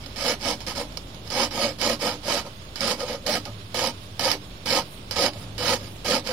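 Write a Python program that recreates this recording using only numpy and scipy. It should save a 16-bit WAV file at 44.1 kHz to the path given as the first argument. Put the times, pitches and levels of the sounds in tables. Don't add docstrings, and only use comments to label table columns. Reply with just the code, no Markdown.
import sys
import numpy as np
from scipy import signal
from scipy.fft import rfft, irfft, next_fast_len
from scipy.io import wavfile
from scipy.ndimage import uniform_filter1d

SR = 44100
rng = np.random.default_rng(int(sys.argv[2]) if len(sys.argv) > 2 else 0)


def undo_db(level):
    steps = np.asarray(level, float) / 20
    return 10 ** steps


def dump(signal):
    limited = np.clip(np.atleast_2d(signal).T, -1, 1)
    pcm = np.round(limited * 32767).astype(np.int16)
    wavfile.write(sys.argv[1], SR, pcm)


N = 278756


def evened(x):
    return x / np.sqrt(np.mean(x ** 2) + 1e-20)


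def read(points, hz):
    f, value = np.transpose(points)
    return np.interp(np.log(hz + 1), np.log(f + 1), value)


def colour(x, gain_db):
    log_gain = np.maximum(gain_db(abs(np.fft.fftfreq(8192, 1 / SR))), -100) * np.log(10) / 20
    taps = np.fft.ifft(np.exp(np.conj(signal.hilbert(log_gain)))).real[:4096]
    return signal.oaconvolve(x, taps)[:len(x)]


def ring(x, modes, wander=None):
    out = np.zeros(len(x))
    for k, (hz, width_hz, db) in enumerate(modes):
        drive = x if wander is None else x * np.roll(wander, k * N // len(modes))
        mode = signal.lfilter(*signal.iirpeak(hz, hz / width_hz, SR), drive)
        out += (-1) ** k * undo_db(db) * mode
    return out


def resonate(x, hz, width_hz):
    turn = np.exp(2j * np.pi * np.cumsum(hz) / SR)
    r = np.exp(-np.pi * width_hz / SR)
    return 2 * (turn * signal.lfilter([1 - r], [1, -r], x / turn)).real


def drift(rate_hz):
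    return evened(signal.lfilter(*signal.butter(2, rate_hz, fs=SR), rng.standard_normal(N)))


def swells(rows, rest_db):
    t = np.arange(N) / SR
    bells = sum(undo_db(2 * db) * np.exp(-((t - s) / width_s) ** 2) for s, width_s, db in rows)
    return np.sqrt(undo_db(2 * rest_db) + bells)


def pair(x, other, same):
    size = next_fast_len(N)
    c = np.clip(read(same, np.fft.rfftfreq(size, 1 / SR)), -1, 1)
    mixed = c * rfft(x, size) + np.sqrt(1 - c ** 2) * rfft(other, size)
    return np.array([irfft(mixed, size)[:N], x])


def reflections(t60_s):
    t = np.arange(round(t60_s * SR)) / SR
    taps = rng.standard_normal(len(t)) * undo_db(-60 * t / t60_s)
    return taps / np.linalg.norm(taps)


# (time [s], speed [Hz])
IDLE_SPEED = [(1.5, 40.6), (1.8, 44.15), (2.1, 45.2), (2.55, 39.03), (3.3, 45.5), (3.8, 47), (4.8, 45.76),
              (6.32, 49.17)]
# (multiple of shaft speed, level [dB])
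IDLE_ORDERS = [(2, -5.5), (3, -8), (4, -9)]
# (time [s], width [s], level [dB])
DRONE_SWELLS = [
    (0, 0.48, -52.5),
    (1.3, 0.81, -51),
    (3.5, 0.15, -42.5),
    (4.2, 0.19, -49),
    (5.57, 0.27, -40.5),
]
# (time [s], width [s], level [dB])
THROB_SWELLS = [
    (.7, .8, -51),
    (5.8, .25, -52),
]


def engines():
    t = np.arange(N) / SR
    full_hz, db_per_hz = 46.1, 0.5
    shaft_hz = np.interp(t, *np.transpose(IDLE_SPEED))
    turns = np.cumsum(shaft_hz * (1 + 0.0023 * drift(3.4))) / SR
    idle = sum(undo_db(db + 1.9 * drift(5.9)) * np.sin(2 * np.pi * k * turns) for k, db in IDLE_ORDERS)
    idle *= (t > IDLE_SPEED[0][0]) * undo_db(-47 + db_per_hz * np.minimum(shaft_hz - full_hz, 0))

    drone_hz = 104.3 * (1 + 0.011 * drift(3.9))
    angle = 2 * np.pi * np.cumsum(drone_hz) / SR
    drone = swells(DRONE_SWELLS, -59) * np.sin(angle)
    drone += swells(THROB_SWELLS, -60) * np.sin(angle / 2)
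    return np.sqrt(2) * (idle + drone * undo_db(2.0 * drift(7.2)))


# (frequency [Hz], density [dB per Hz])
RUMBLE_SPECTRUM = [(12, -34), (20, -23), (43, -1), (103, -2), (290, -8.5), (454, -15), (541, -12),
                   (792, -17), (900, -17), (1170, -30), (1980, -120)]
# (frequency [Hz], density [dB per Hz])
HISS_SPECTRUM = [(240, -32), (400, -1.5), (545, -26), (598, 0), (710, -19), (816, -17.5), (1080, -5.5),
                 (1850, -10.5), (3500, -5), (5570, -12), (6110, -19.5), (6600, -14.5), (9880, -30),
                 (16200, -32)]
# (time [s], width [s], level [dB])
PASSES = [
    (.7, 0.8, -46),
    (5.65, 0.48, -44.5),
]
# (frequency [Hz], likeness [-1..1])
SAME_FAR = [(60, 0.97), (180, 0.95), (550, 0.74), (1650, -0.47), (4970, 0.27), (15000, -0.3)]


def shop():
    sides = []
    for a, b in rng.standard_normal((2, 2, N)):
        rumble = evened(colour(a, lambda hz: read(RUMBLE_SPECTRUM, hz))) * swells(PASSES, -45.5)
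        hiss = evened(colour(b, lambda hz: read(HISS_SPECTRUM, hz))) * undo_db(-47)
        hiss *= undo_db(0.9 * drift(15))
        sides.append(rumble + hiss)
    return pair(*sides, SAME_FAR) + engines()


# (time [s], width [s], level [dB])
RETURNS = [
    (4.03, 0.033, -57),
    (4.46, 0.04, -61),
    (4.93, 0.046, -51.5),
    (5.41, 0.028, -52),
    (5.91, 0.057, -55),
]
# (centre [Hz], width [Hz], level [dB])
RETURN_RINGS = [(9500, 680, 1), (12800, 1900, -7), (15200, 1500, -10)]


def drag_back():
    hiss = np.array([ring(x, RETURN_RINGS) for x in rng.standard_normal((2, N))])
    return swells(RETURNS, -61) * evened(hiss)


# (frequency [Hz], density [dB per Hz])
STEEL_SPECTRUM = [(680, -24), (1150, -4.5), (1500, -8), (1890, -2.5), (2700, -6.5), (2950, -4.5),
                  (3370, -7), (4490, -0.5), (4910, -1), (6330, -10), (7230, -17.5), (9220, -15.5),
                  (11500, -19.5), (12900, -18.5), (16200, -35)]
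# (centre [Hz], width [Hz], level [dB])
STEEL_RINGS = [(3003, 42, 1.5), (4660, 27, -26), (5106, 90, -2.5), (5940, 43, 5), (2228, 50, -6),
               (1905, 170, -16), (6300, 53, 3.5)]


def steel(x):
    return colour(x + ring(x, STEEL_RINGS), lambda hz: read(STEEL_SPECTRUM, hz))


# (centre [Hz], width [Hz], level [dB])
HOUSING_MODES = [(236, 46.5, -1.5), (296.3, 4.4, 4.5), (355, 37, -3.5), (394, 14, -5), (502, 85, 3.5),
                 (607, 71, 1), (612, 34, -4), (714, 58, -0.5), (901, 210, -1), (1104, 38, -2),
                 (1262, 71, -5.5), (1370, 96, -3)]


def housing(x, wander=None):
    return ring(x, HOUSING_MODES, wander)


# (time [s], width [s], level [dB])
CHATTER = [(.24, 0.018, -34), (.285, 0.027, -30), (.465, 0.022, -41), (.785, 0.023, -35),
           (1.39, 0.02, -30.5), (1.6, 0.01, -34), (1.66, 0.032, -31.5), (1.845, .02, -33),
           (1.895, .01, -34), (2.115, 0.0089, -40), (2.295, 0.013, -26), (2.475, 0.0087, -39),
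           (2.855, 0.023, -30.5), (3.045, 0.014, -31), (3.11, 0.011, -28.5), (3.15, 0.0051, -32),
           (3.19, .01, -52), (3.285, .02, -28.5), (3.48, 0.02, -53), (3.81, 0.029, -33),
           (4.265, 0.013, -25), (4.35, 0.0054, -30.5), (4.73, 0.037, -35), (5.2, .015, -28),
           (5.36, .01, -43), (5.7, 0.038, -38), (5.82, 0.02, -46.5), (6.11, 0.016, -29),
           (6.295, 0.023, -37.5)]


def chatter():
    hz, width_hz = 537 + 26.7 * drift(6.8), 59
    once = resonate(rng.standard_normal(N), hz, width_hz)
    return swells(CHATTER, -90) * evened(resonate(once, hz, 2 * width_hz))


# (time [s], peak level [dB], relative housing knock [dB])
JAWS = [(0.0608, -23, -3), (0.16, -24, -9), (0.395, -34, -14.5), (0.419, -29, -6), (0.6045, -24, -12),
        (0.665, -21, -16), (0.922, -31, -8), (0.972, -15.5, -2), (1.1454, -29, -2.5), (1.276, -26, -12),
        (1.302, -19, -10), (1.5085, -22, -5), (1.7855, -27, -4.5), (1.997, -33, -1), (2.2303, -39, -4),
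        (2.4637, -29, 11), (2.7573, -18.5, -20), (3.0045, -17, -11), (3.255, -34, -16), (3.2635, -16, -8),
        (3.4535, -21.5, -12), (3.744, -16, 2), (4.194, -10.5, -0.5), (4.657, -19, 3), (4.819, -26, -10),
        (5.1098, -12.5, -5.5), (5.334, -25.5, -9), (5.5797, -18, -12), (5.8102, -35, -11.5),
        (6.046, -20, 0)]
# (time [s], peak level [dB], relative housing knock [dB])
CRACKS = [(0.0388, -28, -14), (1.8144, -10, -10), (2.0183, -25, -15), (2.807, -14.5, 1), (3.8721, -14, -12),
          (4.2536, -11, -5), (4.3146, -4.5, -27), (4.338, -15.5, -13), (5.6057, -26, -15),
          (5.681, -13, -15), (6.0866, -16, -19), (6.2714, -18.5, -2)]


def clicks():
    t60_s, attack_s = 0.018, 0.00023
    sharp, knock = np.zeros((2, N + 4000))
    t = np.arange(4000) / SR
    events = JAWS + CRACKS
    for (s, db, knock_db), rattle in zip(events, rng.standard_normal((len(events), 4000))):
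        burst = rattle * undo_db(db - 60 * t / t60_s) * np.minimum(t / attack_s, 1)
        burst /= np.sqrt(np.mean(rattle[5:70] ** 2))
        at = round(s * SR)
        sharp[at:at + 4000] += burst
        knock[at:at + 4000] += burst * undo_db(knock_db)
    sharp += undo_db(6) * resonate(sharp, np.full(len(sharp), 4900.), 870)
    edge = signal.butter(2, 7500, "high", fs=SR, output="sos")
    sharp += signal.sosfilt(edge, sharp)
    unit = rng.standard_normal(20000)
    bright = undo_db(-11) * steel(sharp) / np.std(steel(unit))
    low = undo_db(-10.5) * housing(knock) / np.std(housing(unit))
    return (bright + low)[:N]


# (start [s], climb [s], hold [s], grit level [dB], housing rumble relative to grit [dB])
BITTEN = [(.161, 0.12, 0.03, -25.5, -4.5), (.604, 0.001, 0.0023, -39.5, -5.5), (.666, 0.018, 0.02, -32, -5),
          (.75, 0.034, 0.026, -33.5, -1.5), (1.3, 0.088, 0.052, -26, -2.5), (1.51, .12, .015, -25.5, -2),
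          (1.65, 0.0028, 0.044, -34, -7), (2.09, .002, 0.04, -35.5, -3.5), (2.758, .002, 0.07, -38.5, -6.5),
          (2.805, 0.048, 0.06, -26, -3), (3.263, 0.022, 0.069, -27, -2.5), (3.454, .002, 0.014, -43.5, 5.5),
          (3.745, .01, .12, -28, -4), (4.194, 0.049, 0.077, -26.5, -5), (4.658, 0.055, 0.067, -24.5, -5),
          (5.109, .002, 0.048, -36, -5.5), (5.157, 0.069, 0.03, -23.5, -3.5), (5.58, 0.1, 0.05, -24.5, -3),
          (6.049, .055, 0.055, -24.5, -2.5)]
# (start [s], climb [s], hold [s], grit level [dB], housing rumble relative to grit [dB])
EASED = [(0.0, 0.012, 0.12, -50.5, -6.5), (.4, 0.051, .06, -28.5, -2.5), (1.24, 0.021, 0.051, -49, -8.5),
         (1.785, 0.04, .092, -26.5, -2), (1.99, 0.034, 0.059, -28, -1), (2.23, 0.062, 0.088, -26.5, -3),
         (2.42, .03, 0.023, -47, 2.5), (2.96, 0.042, 0.023, -36, 1), (3.045, 0.039, 0.051, -34.5, -2),
         (5.29, 0.047, 0.099, -49, -2.5), (5.76, 0.036, 0.068, -45, -9), (6.24, 0.033, 0.069, -31.5, -2)]


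def strokes():
    climb_db_per_s, ease_db, bite_s = 102, 17.5, 0.0017
    release_db_per_s, brake_db_per_s2 = 200, 4499.5
    seat_db, seat_s = -3, 0.013
    t = np.arange(N) / SR
    grit_power, housing_power = np.zeros((2, N))
    for rows, eased in ((BITTEN, False), (EASED, True)):
        for start, climb, hold, db, housing_db in rows:
            climb = max(climb, 0.001)
            u = np.maximum(t - start, 0)
            past = np.maximum(u - climb - hold, 0)
            depth_db = ease_db if eased else climb_db_per_s * climb
            shape_db = -depth_db * np.maximum(1 - u / climb, 0)
            shape_db -= (release_db_per_s + brake_db_per_s2 * past) * past
            power = np.minimum(u / bite_s, 1) ** 2 * undo_db(2 * np.maximum(db + shape_db, -200))
            grit_power += power
            housing_power += power * undo_db(2 * (housing_db + seat_db * np.exp(-u / seat_s)))
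    return np.sqrt(grit_power), np.sqrt(housing_power)


def grit():
    grains_per_s, spread_db, clump_db = 7000, 2.6, 1.5
    t = np.arange(N) / SR
    grit_gain, housing_gain = strokes()
    crest_hz = 5330 - 117 * t + 130 * drift(2.5)
    size_db = spread_db * np.minimum(rng.exponential(1, N), 4.2) + clump_db * drift(166)
    size = (rng.random(N) < grains_per_s / SR) * undo_db(size_db)
    top = signal.butter(4, 7000, "high", fs=SR, output="sos")
    fizz_gain = undo_db(-1 + 0.2 * t)
    wander = undo_db(2.5 * drift(12))
    out = []
    for ticks in evened(size * rng.choice([-1., 1.], (2, N))):
        bright = evened(steel(ticks + undo_db(-8.5) * resonate(ticks, crest_hz, 530)))
        bright += signal.sosfilt(top, bright) * (fizz_gain - 1)
        low = housing(housing_gain * ticks, wander) / np.std(housing(ticks))
        out.append(grit_gain * bright + low)
    return np.array(out)


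# (frequency [Hz], likeness [0..1])
SAME_NEAR = [(60, .99), (500, .97), (900, .85), (1500, .35), (2500, .12), (15000, .05)]
# (frequency [Hz], likeness [0..1])
SAME_TAIL = [(100, 1), (800, 0.95), (1600, 0.57), (15000, 0.47)]


def scene():
    facing, turned = grit()
    valve = facing + clicks() + chatter()
    scattered = signal.oaconvolve(valve, reflections(0.01))[:N]
    near = pair(valve, undo_db(-7) * scattered + undo_db(-1) * turned, SAME_NEAR)
    tail = [signal.oaconvolve(valve, reflections(0.086))[:N] for _ in near]
    return near + undo_db(-7) * pair(*tail, SAME_TAIL) + drag_back() + shop()


# (frequency [Hz], share [0..1])
DROPPED = [(3000, 0), (4600, .05), (5800, .15), (6600, .2), (7400, .34), (8200, .4), (9600, .22),
           (12000, .3), (14000, .34), (15200, .15)]


def patchy_treble(x):
    patchy_db, edge_hz, attack_edge_hz, bins = 4.5, 15850, 16100, 10
    frame = dict(window=np.sqrt(signal.get_window("hann", 2048)), nperseg=2048, noverlap=1024)
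    hz, _, z = signal.stft(x, SR, **frame)
    chance, level = rng.standard_normal((2, z.shape[2], len(hz) // bins + 1))
    chance = evened(uniform_filter1d(chance, size=4, axis=0))
    rank = chance.ravel().argsort().argsort().reshape(chance.shape) / chance.size
    rank, level = (np.repeat(v, bins, axis=1)[:, :len(hz)].T for v in (rank, level))
    share = np.clip(read(DROPPED, hz), 0, 1)[:, None]
    gain = (rank >= share) * undo_db(patchy_db * np.minimum(level, 1) * np.minimum(share * 6, 1))
    gain = gain * (hz < edge_hz)[:, None]
    power_db = 10 * np.log10((abs(z[:, 150:]) ** 2).sum((0, 1)) + 1e-20)
    attack = np.diff(power_db, prepend=0) > 5
    gain[:, attack | np.roll(attack, -1)] = (hz < attack_edge_hz)[:, None]
    return signal.istft(z * gain, SR, **frame)[1][:, :N]


def top_cut(x):
    return signal.sosfilt(signal.butter(12, 16370, fs=SR, output="sos"), x)


# (frequency [Hz], left minus right [dB])
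PORTS = [(0, 1), (600, -1), (1200, -3), (1900, -6), (2800, -13.5), (4200, -17), (5500, -14), (6500, -1.5),
         (9000, 2.5), (12000, -6), (15000, 1.5)]


def record(dry):
    left = colour(dry[0], lambda hz: 3 - 10 * np.log10(1 + undo_db(-2 * read(PORTS, hz))) + 1.24)
    right = colour(dry[1], lambda hz: 3 - 10 * np.log10(1 + undo_db(2 * read(PORTS, hz))) + 1.23)
    mix = patchy_treble(np.array([left, right])) + 0.0046
    return top_cut(mix)


dry = scene()
out = record(dry)
dump(out)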